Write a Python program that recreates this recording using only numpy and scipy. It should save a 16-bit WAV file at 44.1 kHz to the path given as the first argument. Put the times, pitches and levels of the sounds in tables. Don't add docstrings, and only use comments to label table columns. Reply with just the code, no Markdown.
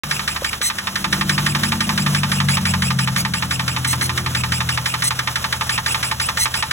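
import sys
import numpy as np
from scipy import signal
from scipy.fft import rfft, irfft
from scipy.io import wavfile
from scipy.ndimage import uniform_filter1d

SR = 44100
rng = np.random.default_rng(int(sys.argv[2]) if len(sys.argv) > 2 else 0)


def to_wav(s):
    ch = np.atleast_2d(s).T
    pcm = np.round(np.clip(ch, -1, 1) * 32767)
    wavfile.write(sys.argv[1], SR, pcm.astype(np.int16))


N = 296352
TIME = np.arange(N) / SR
SPECTRUM_HZ = np.arange(N // 2 + 1) * SR / N
CUTOFF_HZ = 16000


def from_db(db):
    return 10 ** (np.asarray(db) / 20)


def unit_power(x):
    return x / np.sqrt(np.mean(x ** 2) + 1e-20)


def over_time(rows):
    times, *columns = np.transpose(rows)
    return [np.interp(TIME, times, column) for column in columns]


def at_hz(points, hz):
    known_hz, values = np.transpose(points)
    return np.interp(np.log(np.maximum(hz, 1)), np.log(known_hz), values)


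def drift(rate_hz):
    pole = np.exp(-40 * np.pi * rate_hz / SR)
    white = rng.standard_normal(N // 20 + 4002)
    slow = signal.lfilter([1], [1, -2 * pole, pole * pole], white)[4000:]
    return np.interp(np.arange(N) / 20, np.arange(len(slow)), unit_power(slow))


def add(track, start_s, sound):
    start = int(np.clip(start_s * SR, 0, N - 1))
    track[..., start:start + sound.shape[-1]] += sound[..., :N - start]


def swell(t, rise_s, fade_s):
    shape = (1 - np.exp(-t / rise_s)) * from_db(-60 * t / fade_s)
    return shape / np.sqrt(np.sum(shape ** 2, axis=-1, keepdims=True))


# frequency_hz, likeness
STEREO_LIKENESS = [(60, 0.87), (250, 0.91), (600, 0.74), (1200, 0.66), (2500, 0.12), (4500, 0.98),
                   (15000, 1)]
def noise(spectrum):
    alike = np.clip(at_hz(STEREO_LIKENESS, SPECTRUM_HZ), 0, 1)
    bass_cut = np.minimum(SPECTRUM_HZ / spectrum[0][0], 1) ** 2
    shared, side = rfft(rng.standard_normal((2, N))) * from_db(at_hz(spectrum, SPECTRUM_HZ)) * bass_cut
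    return unit_power(irfft(np.sqrt(1 + alike) * shared + np.sqrt(1 - alike) * side * [[1], [-1]], N))


# time_s, pitch_hz, level_db
PASSING_HUM = [(3.8, 352, -77), (4.0, 356.5, -41), (4.25, 353.4, -38), (4.6, 339, -72)]
def brief_hum():
    hz, db = over_time(PASSING_HUM)
    return from_db(db) * np.sin(2 * np.pi * np.cumsum(hz) / SR)


# start_s, pitch_hz, level_db
HOLLOW_TAPS = [(.421, 553, -16.5), (0.608, 504, -25)]
def taps(fade_s=0.031):
    t, out = np.arange(SR // 10) / SR, np.zeros(N)
    for start_s, hz, db in HOLLOW_TAPS:
        add(out, start_s, from_db(db - 60 * t / fade_s) * np.sin(2 * np.pi * hz * t))
    return out


# time_s, turns_per_s
FAN_SPIN = [(0, 16.36), (1, 16.22), (1.6, 16.23), (2.1, 16.16), (2.35, 15.84), (2.6, 15.4), (2.85, 14.88),
            (3.1, 14.6), (3.5, 14.22), (4, 14.08), (4.6, 13.84), (5.2, 13.77), (6.72, 13.77)]
# time_s, level_db
BLADE_TONE = [(0.0, -45.5), (0.1, -33), (0.5, -49), (1.0, -48), (1.1, -31), (1.4, -23.0), (1.7, -26.5),
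              (1.8, -38), (2.1, -21), (2.3, -27.5), (2.5, -18.0), (2.6, -29.5), (3.0, -20.5), (3.4, -32.5),
              (3.9, -27), (4.6, -28), (5.0, -32.5), (6.72, -36.5)]
# time_s, sixth_db, twelfth_db, fourteenth_db
STRONG_TONES = [(0.0, -48.5, -38, -45.5), (0.5, -51, -53, -53.5), (1.2, -42.5, -27, -45),
                (1.7, -31.5, -34, -30), (2.0, -37, -25, -31.5), (2.2, -31.5, -27.5, -36.0),
                (2.8, -26, -25.5, -29.5), (3.0, -41, -28.5, -31.5), (3.3, -36.5, -31.5, -35.5),
                (3.7, -32.5, -33.5, -58), (4.1, -33.5, -45, -51), (4.6, -30.5, -33.0, -35.5),
                (4.7, -35.0, -34.5, -67), (5.1, -43.5, -37.5, -45), (5.6, -40.0, -49.5, -52),
                (6.72, -42.0, -45.5, -50)]
# speed_multiple, level_db
WEAK_TONES = [(3, -18), (7, -18), (8, -19), (10, -16), (11, -7)]
# time_s, level_db
FAN_WHINE = [(0.0, -56), (0.8, -56.5), (1.1, -40), (2.2, -45.5), (2.5, -52.5), (3.4, -48), (3.9, -44.5),
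             (6.72, -70)]
# speed_multiple, level_db
WHINE_TONES = [(18, -3), (19, -22), (20, 0), (21, -5), (23, -10)]
# time_s, level_db
AIR_LEVEL = [(0.0, -34.5), (0.8, -47), (1.1, -32.5), (2.7, -33), (4.3, -31), (4.8, -37), (5.9, -36.5),
             (6.72, -39.5)]
# frequency_hz, level_db
AIR_SPECTRUM = [(25, -42), (45, -40), (70, -0.5), (110, 2.5), (190, 2.5), (250, -4.5), (340, -24.5),
                (500, -17.5), (900, -39.5)]
def fan(thirteenth_db=-3, air_gain_db=-1, waver_db=1):
    blade, whine, air = [over_time(curve)[0] for curve in (BLADE_TONE, FAN_WHINE, AIR_LEVEL)]
    sixth, twelfth, fourteenth = over_time(STRONG_TONES)
    angle = 2 * np.pi * np.cumsum(over_time(FAN_SPIN)[0]) / SR
    tones = [(6, sixth), (9, blade), (12, twelfth), (13, fourteenth + thirteenth_db), (14, fourteenth)]
    tones += [(multiple, twelfth + db) for multiple, db in WEAK_TONES]
    tones += [(multiple, whine + db) for multiple, db in WHINE_TONES]
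    hum = 0
    for multiple, db in tones:
        level = np.sqrt(2) * from_db(db + waver_db * drift(4.2))
        hum += level * np.sin(multiple * angle + rng.uniform(0, 2 * np.pi))
    return hum + from_db(air + air_gain_db) * noise(AIR_SPECTRUM)


# time_s, turns_per_s
IDLE_SPEED = [(0.0, 12.101), (0.98, 11.586), (1.12, 11.974), (1.74, 11.622), (2.86, 12.013), (3.18, 11.346),
              (4.06, 12.267), (4.34, 11.31), (4.52, 11.98), (4.72, 11.635), (4.9, 12.377), (5.08, 11.756),
              (5.24, 12.055), (5.38, 11.878), (6.06, 11.957), (6.24, 11.272), (6.36, 11.955),
              (6.72, 11.714)]
def crank_turns(first_knock_s=.0272):
    turns = np.cumsum(over_time(IDLE_SPEED)[0]) / SR
    return turns - np.interp(first_knock_s, TIME, turns)


def every_second_turn(first_turn):
    turns = crank_turns()
    return np.interp(np.arange(first_turn, turns[-1], 2), turns, TIME)


# crank_speed_multiple, level_db
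FIRING_TONES = [(3, -28), (4, -22), (4.5, -22), (6, -14), (7.5, -19), (9, -22), (10.5, -20)]
# frequency_hz, level_db
RUSH_SPECTRUM = [(300, -8), (420, -9), (600, -6), (900, -5.5), (1250, -1), (2200, -8.5), (3200, -4.5),
                 (4700, -9.5), (5800, -6), (6900, -11.5), (8600, -6.5), (11300, -13), (13300, -13),
                 (15500, -16.5)]
# time_s, level_db
RUSH_LEVEL = [(0.2, -29), (0.75, -34), (1.2, -27.5), (3.4, -31), (5.2, -30.5), (6.72, -30.5)]
def engine_rush(valve_db=-11, valve_decay=17, flicker_db=2):
    turns, hum = crank_turns(), 0
    for multiple, db in FIRING_TONES:
        level = np.sqrt(2) * from_db(db + 2 * drift(2.6))
        hum += level * np.sin(2 * np.pi * multiple * turns + rng.uniform(0, 2 * np.pi))
    since_tick = (4 * turns) % 1
    valves = from_db(valve_db + 1.6 * drift(13)) * np.exp(-valve_decay * since_tick) * noise(RUSH_SPECTRUM)
    rush = from_db(flicker_db * drift(18.7)) * noise(RUSH_SPECTRUM)
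    return from_db(over_time(RUSH_LEVEL)[0]) * (hum + rush + valves)


CHIRP_HZ = 2547
# start_s, end_s, chirp_length_s, level_db
SLIP_BOUTS = [(0.05, .55, 0.057, -25.5), (.9, 1.2, 0.037, -40), (1.25, 2.25, 0.055, -25.5),
              (2.28, 3.1, 0.062, -23.5), (3.3, 3.8, 0.054, -25.5), (4.3, 5.0, 0.06, -27),
              (5.65, 6.72, 0.066, -24)]
# start_s, length_s, pitch_hz, level_db
BELT_SQUEAKS = [(0.624, 0.07, 2016, -19.5), (3.173, 0.048, 2290, -21), (3.869, 0.069, 2042, -21),
                (4.019, 0.05, 2128, -22), (5.037, 0.055, 2040, -18.5), (6.396, 0.059, 2050, -23)]
def slips(delay_s=.01, chirp_rise=.17, squeak_rise=.0221, squeak_looseness=.58):
    jolts, rows = every_second_turn(0.98), []
    spread = [.004, 35, .0343, 1.44]   # length_s, pitch_hz, rise, level_db
    variations = rng.standard_normal((len(jolts), 4)) * spread
    for jolt_s, variation in zip(jolts, variations):
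        for start_s, end_s, length_s, db in SLIP_BOUTS:
            if start_s < jolt_s < end_s:
                chirp = variation + [length_s, CHIRP_HZ, chirp_rise, db]
                rows.append((jolt_s + delay_s, *chirp, 1))
    for start_s, length_s, hz, db in BELT_SQUEAKS:
        rows.append((start_s, length_s, hz, squeak_rise, db, squeak_looseness))
    return rows


# frequency_hz, level_db
CHIRP_SPECTRUM = [(1500, -30), (2100, -11.5), (2700, 3.5), (3500, 3.5), (4100, -6.5), (4900, 2),
                  (6000, -6.5), (7000, -6.5), (8500, 9.5), (10000, 0), (11500, -11.5), (15500, -10.5)]
# frequency_hz, level_db
SIZZLE_SPECTRUM = [(4000, -12), (6000, 8), (8500, -7), (11500, -0.5), (15500, -3)]
def belt(gain_db=-0.5, edge_s=.012, rib_split_hz=130, throb_db=4.5, judder_db=1.03):
    level, pitch, loose = np.zeros(N), np.full(N, float(CHIRP_HZ)), np.ones(N)
    for start_s, length_s, hz, rise, db, looseness in slips():
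        span = slice(max(int((start_s - edge_s) * SR), 0), int((start_s + length_s + edge_s) * SR))
        t = TIME[span] - start_s
        level[span] += from_db(db) * np.clip(np.minimum(t, length_s - t) / edge_s + .5, 0, 1)
        pitch[span] = hz * (1 + rise * (t / length_s - .5))
        loose[span] = looseness
    tone = 0
    db_per_harmonic = -4 * (1 - loose) - 2 * loose
    for rib_hz in (-rib_split_hz, rib_split_hz):
        sway = .024 * drift(89.8)
        for harmonic in range(1, 8):
            wander = .058 * drift(390) / harmonic + sway / np.sqrt(harmonic)
            hz = harmonic * pitch * (1 + loose * wander) + loose * rib_hz
            db = at_hz(CHIRP_SPECTRUM, harmonic * pitch) + harmonic * db_per_harmonic
            db += throb_db * drift(71)
            tone += from_db(db) * (hz < CUTOFF_HZ) * np.sin(2 * np.pi * np.cumsum(hz) / SR)
    tone /= np.sqrt(uniform_filter1d(tone ** 2, size=SR // 25) + 1e-12)
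    rasp = from_db(-3) * np.sqrt(loose) * noise(CHIRP_SPECTRUM)
    sizzle = from_db(2) * (1 - loose) * noise(SIZZLE_SPECTRUM)
    return level * from_db(gain_db + judder_db * drift(65)) * (tone + rasp + sizzle)


DULL, HARD = 0, 1
# time_s, dull_db, hard_db
STROKE_LEVEL = [(0.1, -19, -16.5), (.55, -20, -19), (.85, -17, -21.5), (1.05, -14.5, -14.5),
                (2.4, -15, -16.6), (3.1, -16.5, -17.5), (4.1, -17, -17.5), (5.5, -15.5, -17),
                (6.72, -15, -18)]
def strokes(kind, vary_db=0.06):
    times = every_second_turn(kind)
    db = np.interp(times, TIME, over_time(STROKE_LEVEL)[kind])
    return np.column_stack([times, db + vary_db * rng.standard_normal(len(times))])


# pitch_hz, dull_db, hard_db
BLOCK_TONES = [(883, -2, -7), (1044, -4, -12), (1120, -4, -9), (1200, 0, -3), (1244, -5, -6),
               (1330, -5, -6), (1416, -9, -6), (1497, -13, -6), (1588, -9, -10), (1637, -8, -8),
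               (1680, -11, -10), (1723, -11, -8), (1760, -13, -9), (1825, -2, -1), (2062, -12, -12),
               (2223, -11, -5), (2315, -4, -4), (2417, -7, -5), (2595, -6, -9), (2735, -12, -11),
               (3009, -6, -4), (3106, -9, -11), (3225, -8, -7), (3451, -13, -11), (3623, -7, -5),
               (3941, -11, -12)]
# time_s, boost_at_1khz_db
LOW_TONE_REACH = [(0, -3), (.8, -0.5), (1.3, 0.5), (2.6, 1.5), (4, 1), (5.501, 2), (6.72, 2)]
def block_ring(kind, hits, gain_db, fade_s, rise_s, lag_s, travel_s=.000856, presence_hz=1900, vary_db=1.5):
    t, tones = np.arange(SR // 8) / SR, np.array(BLOCK_TONES)
    hz = tones[:, :1]
    khz = hz / 1000
    age = np.maximum(t - travel_s - lag_s / khz ** 7.82, 0)
    envelope = swell(age, rise_s / khz ** 2, fade_s / khz ** 0.043)
    rings = envelope * np.exp(2j * np.pi * hz * age)
    stereo_phase = rng.uniform(0, 2 * np.pi, len(hz)) + 0.56 * rng.standard_normal((2, len(hz)))
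    level_scatter, phase_scatter = rng.standard_normal((2, len(hits), len(hz)))
    reach_db = np.interp(hits[:, :1], *np.transpose(LOW_TONE_REACH)) / khz.T ** 4
    presence_db = 1 / (1 + (8 * np.log(hz.T / presence_hz)) ** 2)
    tone_db = tones[:, 1 + kind] + reach_db + presence_db + vary_db * level_scatter
    strengths = from_db(tone_db) * np.exp(0.58j * phase_scatter)
    out = np.zeros((2, N))
    for (start_s, db), strength in zip(hits, strengths):
        ring = ((strength * np.exp(1j * stereo_phase)) @ rings).real
        add(out, start_s, from_db(db + gain_db) * unit_power(ring))
    return out


# frequency_hz, level_db
CONTACT_SPECTRUM = [(400, -11), (700, -13.5), (1100, -23.5), (1800, 6), (2600, -2), (3600, 0), (4900, 1),
                    (5800, -2), (6900, -12.5), (8600, -2), (11300, -15), (15000, -17)]
def contact_crack(hits, gain_db, fade_s, lowpass_hz, snap_db=-np.inf, rise_s=.0014, alike=.7):
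    t, out = np.arange(SR // 10) / SR, np.zeros((2, N))
    lowpass = signal.butter(1, lowpass_hz, fs=SR, output="sos")
    grit = unit_power(signal.sosfilt(lowpass, noise(CONTACT_SPECTRUM)))
    snap = from_db(snap_db) * swell(t, rise_s, fade_s=.02)
    shape = unit_power((1 - np.exp(-t / rise_s)) * (swell(t, rise_s, fade_s) + snap))
    repeated = np.sqrt(alike) * grit[:, :len(t)]
    for k, (start_s, db) in enumerate(hits, 1):
        fresh = np.sqrt(1 - alike) * grit[:, k * len(t):(k + 1) * len(t)]
        burst = from_db(db + gain_db) * shape * (repeated + fresh)
        add(out, start_s - .000988, burst)
    return out


def knocks():
    dull_hits, hard_hits = strokes(DULL), strokes(HARD)
    dull = block_ring(DULL, dull_hits, gain_db=-12, fade_s=0.091, rise_s=0.00035, lag_s=0.00264)
    dull += contact_crack(dull_hits, gain_db=-13, fade_s=0.079, lowpass_hz=5100)
    hard = block_ring(HARD, hard_hits, gain_db=-11.5, fade_s=0.098, rise_s=0.0018, lag_s=0.004)
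    hard += contact_crack(hard_hits, gain_db=-9.5, fade_s=0.085, lowpass_hz=8800, snap_db=-5)
    return dull + hard


# frequency_hz, lead_radians
LEFT_LEAD = [(0, 0), (1290, -0.5), (2500, 2.0), (3790, 1.7), (6370, 5.9), (7490, 6.7), (8350, 9.2),
             (9560, 9.7), (10400, 12.5), (11600, 12.6), (12500, 15.7), (13700, 15.6), (14600, 18.8),
             (16600, 18.9)]
# frequency_hz, left_minus_right_db
LEFT_BALANCE = [(60, 0.5), (99, 1.0), (160, 1.5), (270, 0.5), (450, 0.0), (740, -1.0), (1220, -1.5),
                (2010, -4.0), (3330, -0.5), (5500, 0.0), (9080, 0.0), (15000, 0.0)]
def scene():
    mix = knocks() + belt() + fan() + brief_hum() + engine_rush() + taps()
    sides = np.array([[.5], [-.5]])
    balance = from_db(at_hz(LEFT_BALANCE, SPECTRUM_HZ) * sides)
    lead = np.interp(SPECTRUM_HZ, *np.transpose(LEFT_LEAD)) * sides
    return irfft(rfft(mix) * balance * np.exp(1j * lead), N)


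def record(dry, start_s=.035):
    lowpass = signal.ellip(12, .2, 80, CUTOFF_HZ, fs=SR, output="sos")
    return signal.sosfilt(lowpass, dry * (TIME >= start_s))


dry = scene()
out = record(dry)
to_wav(out)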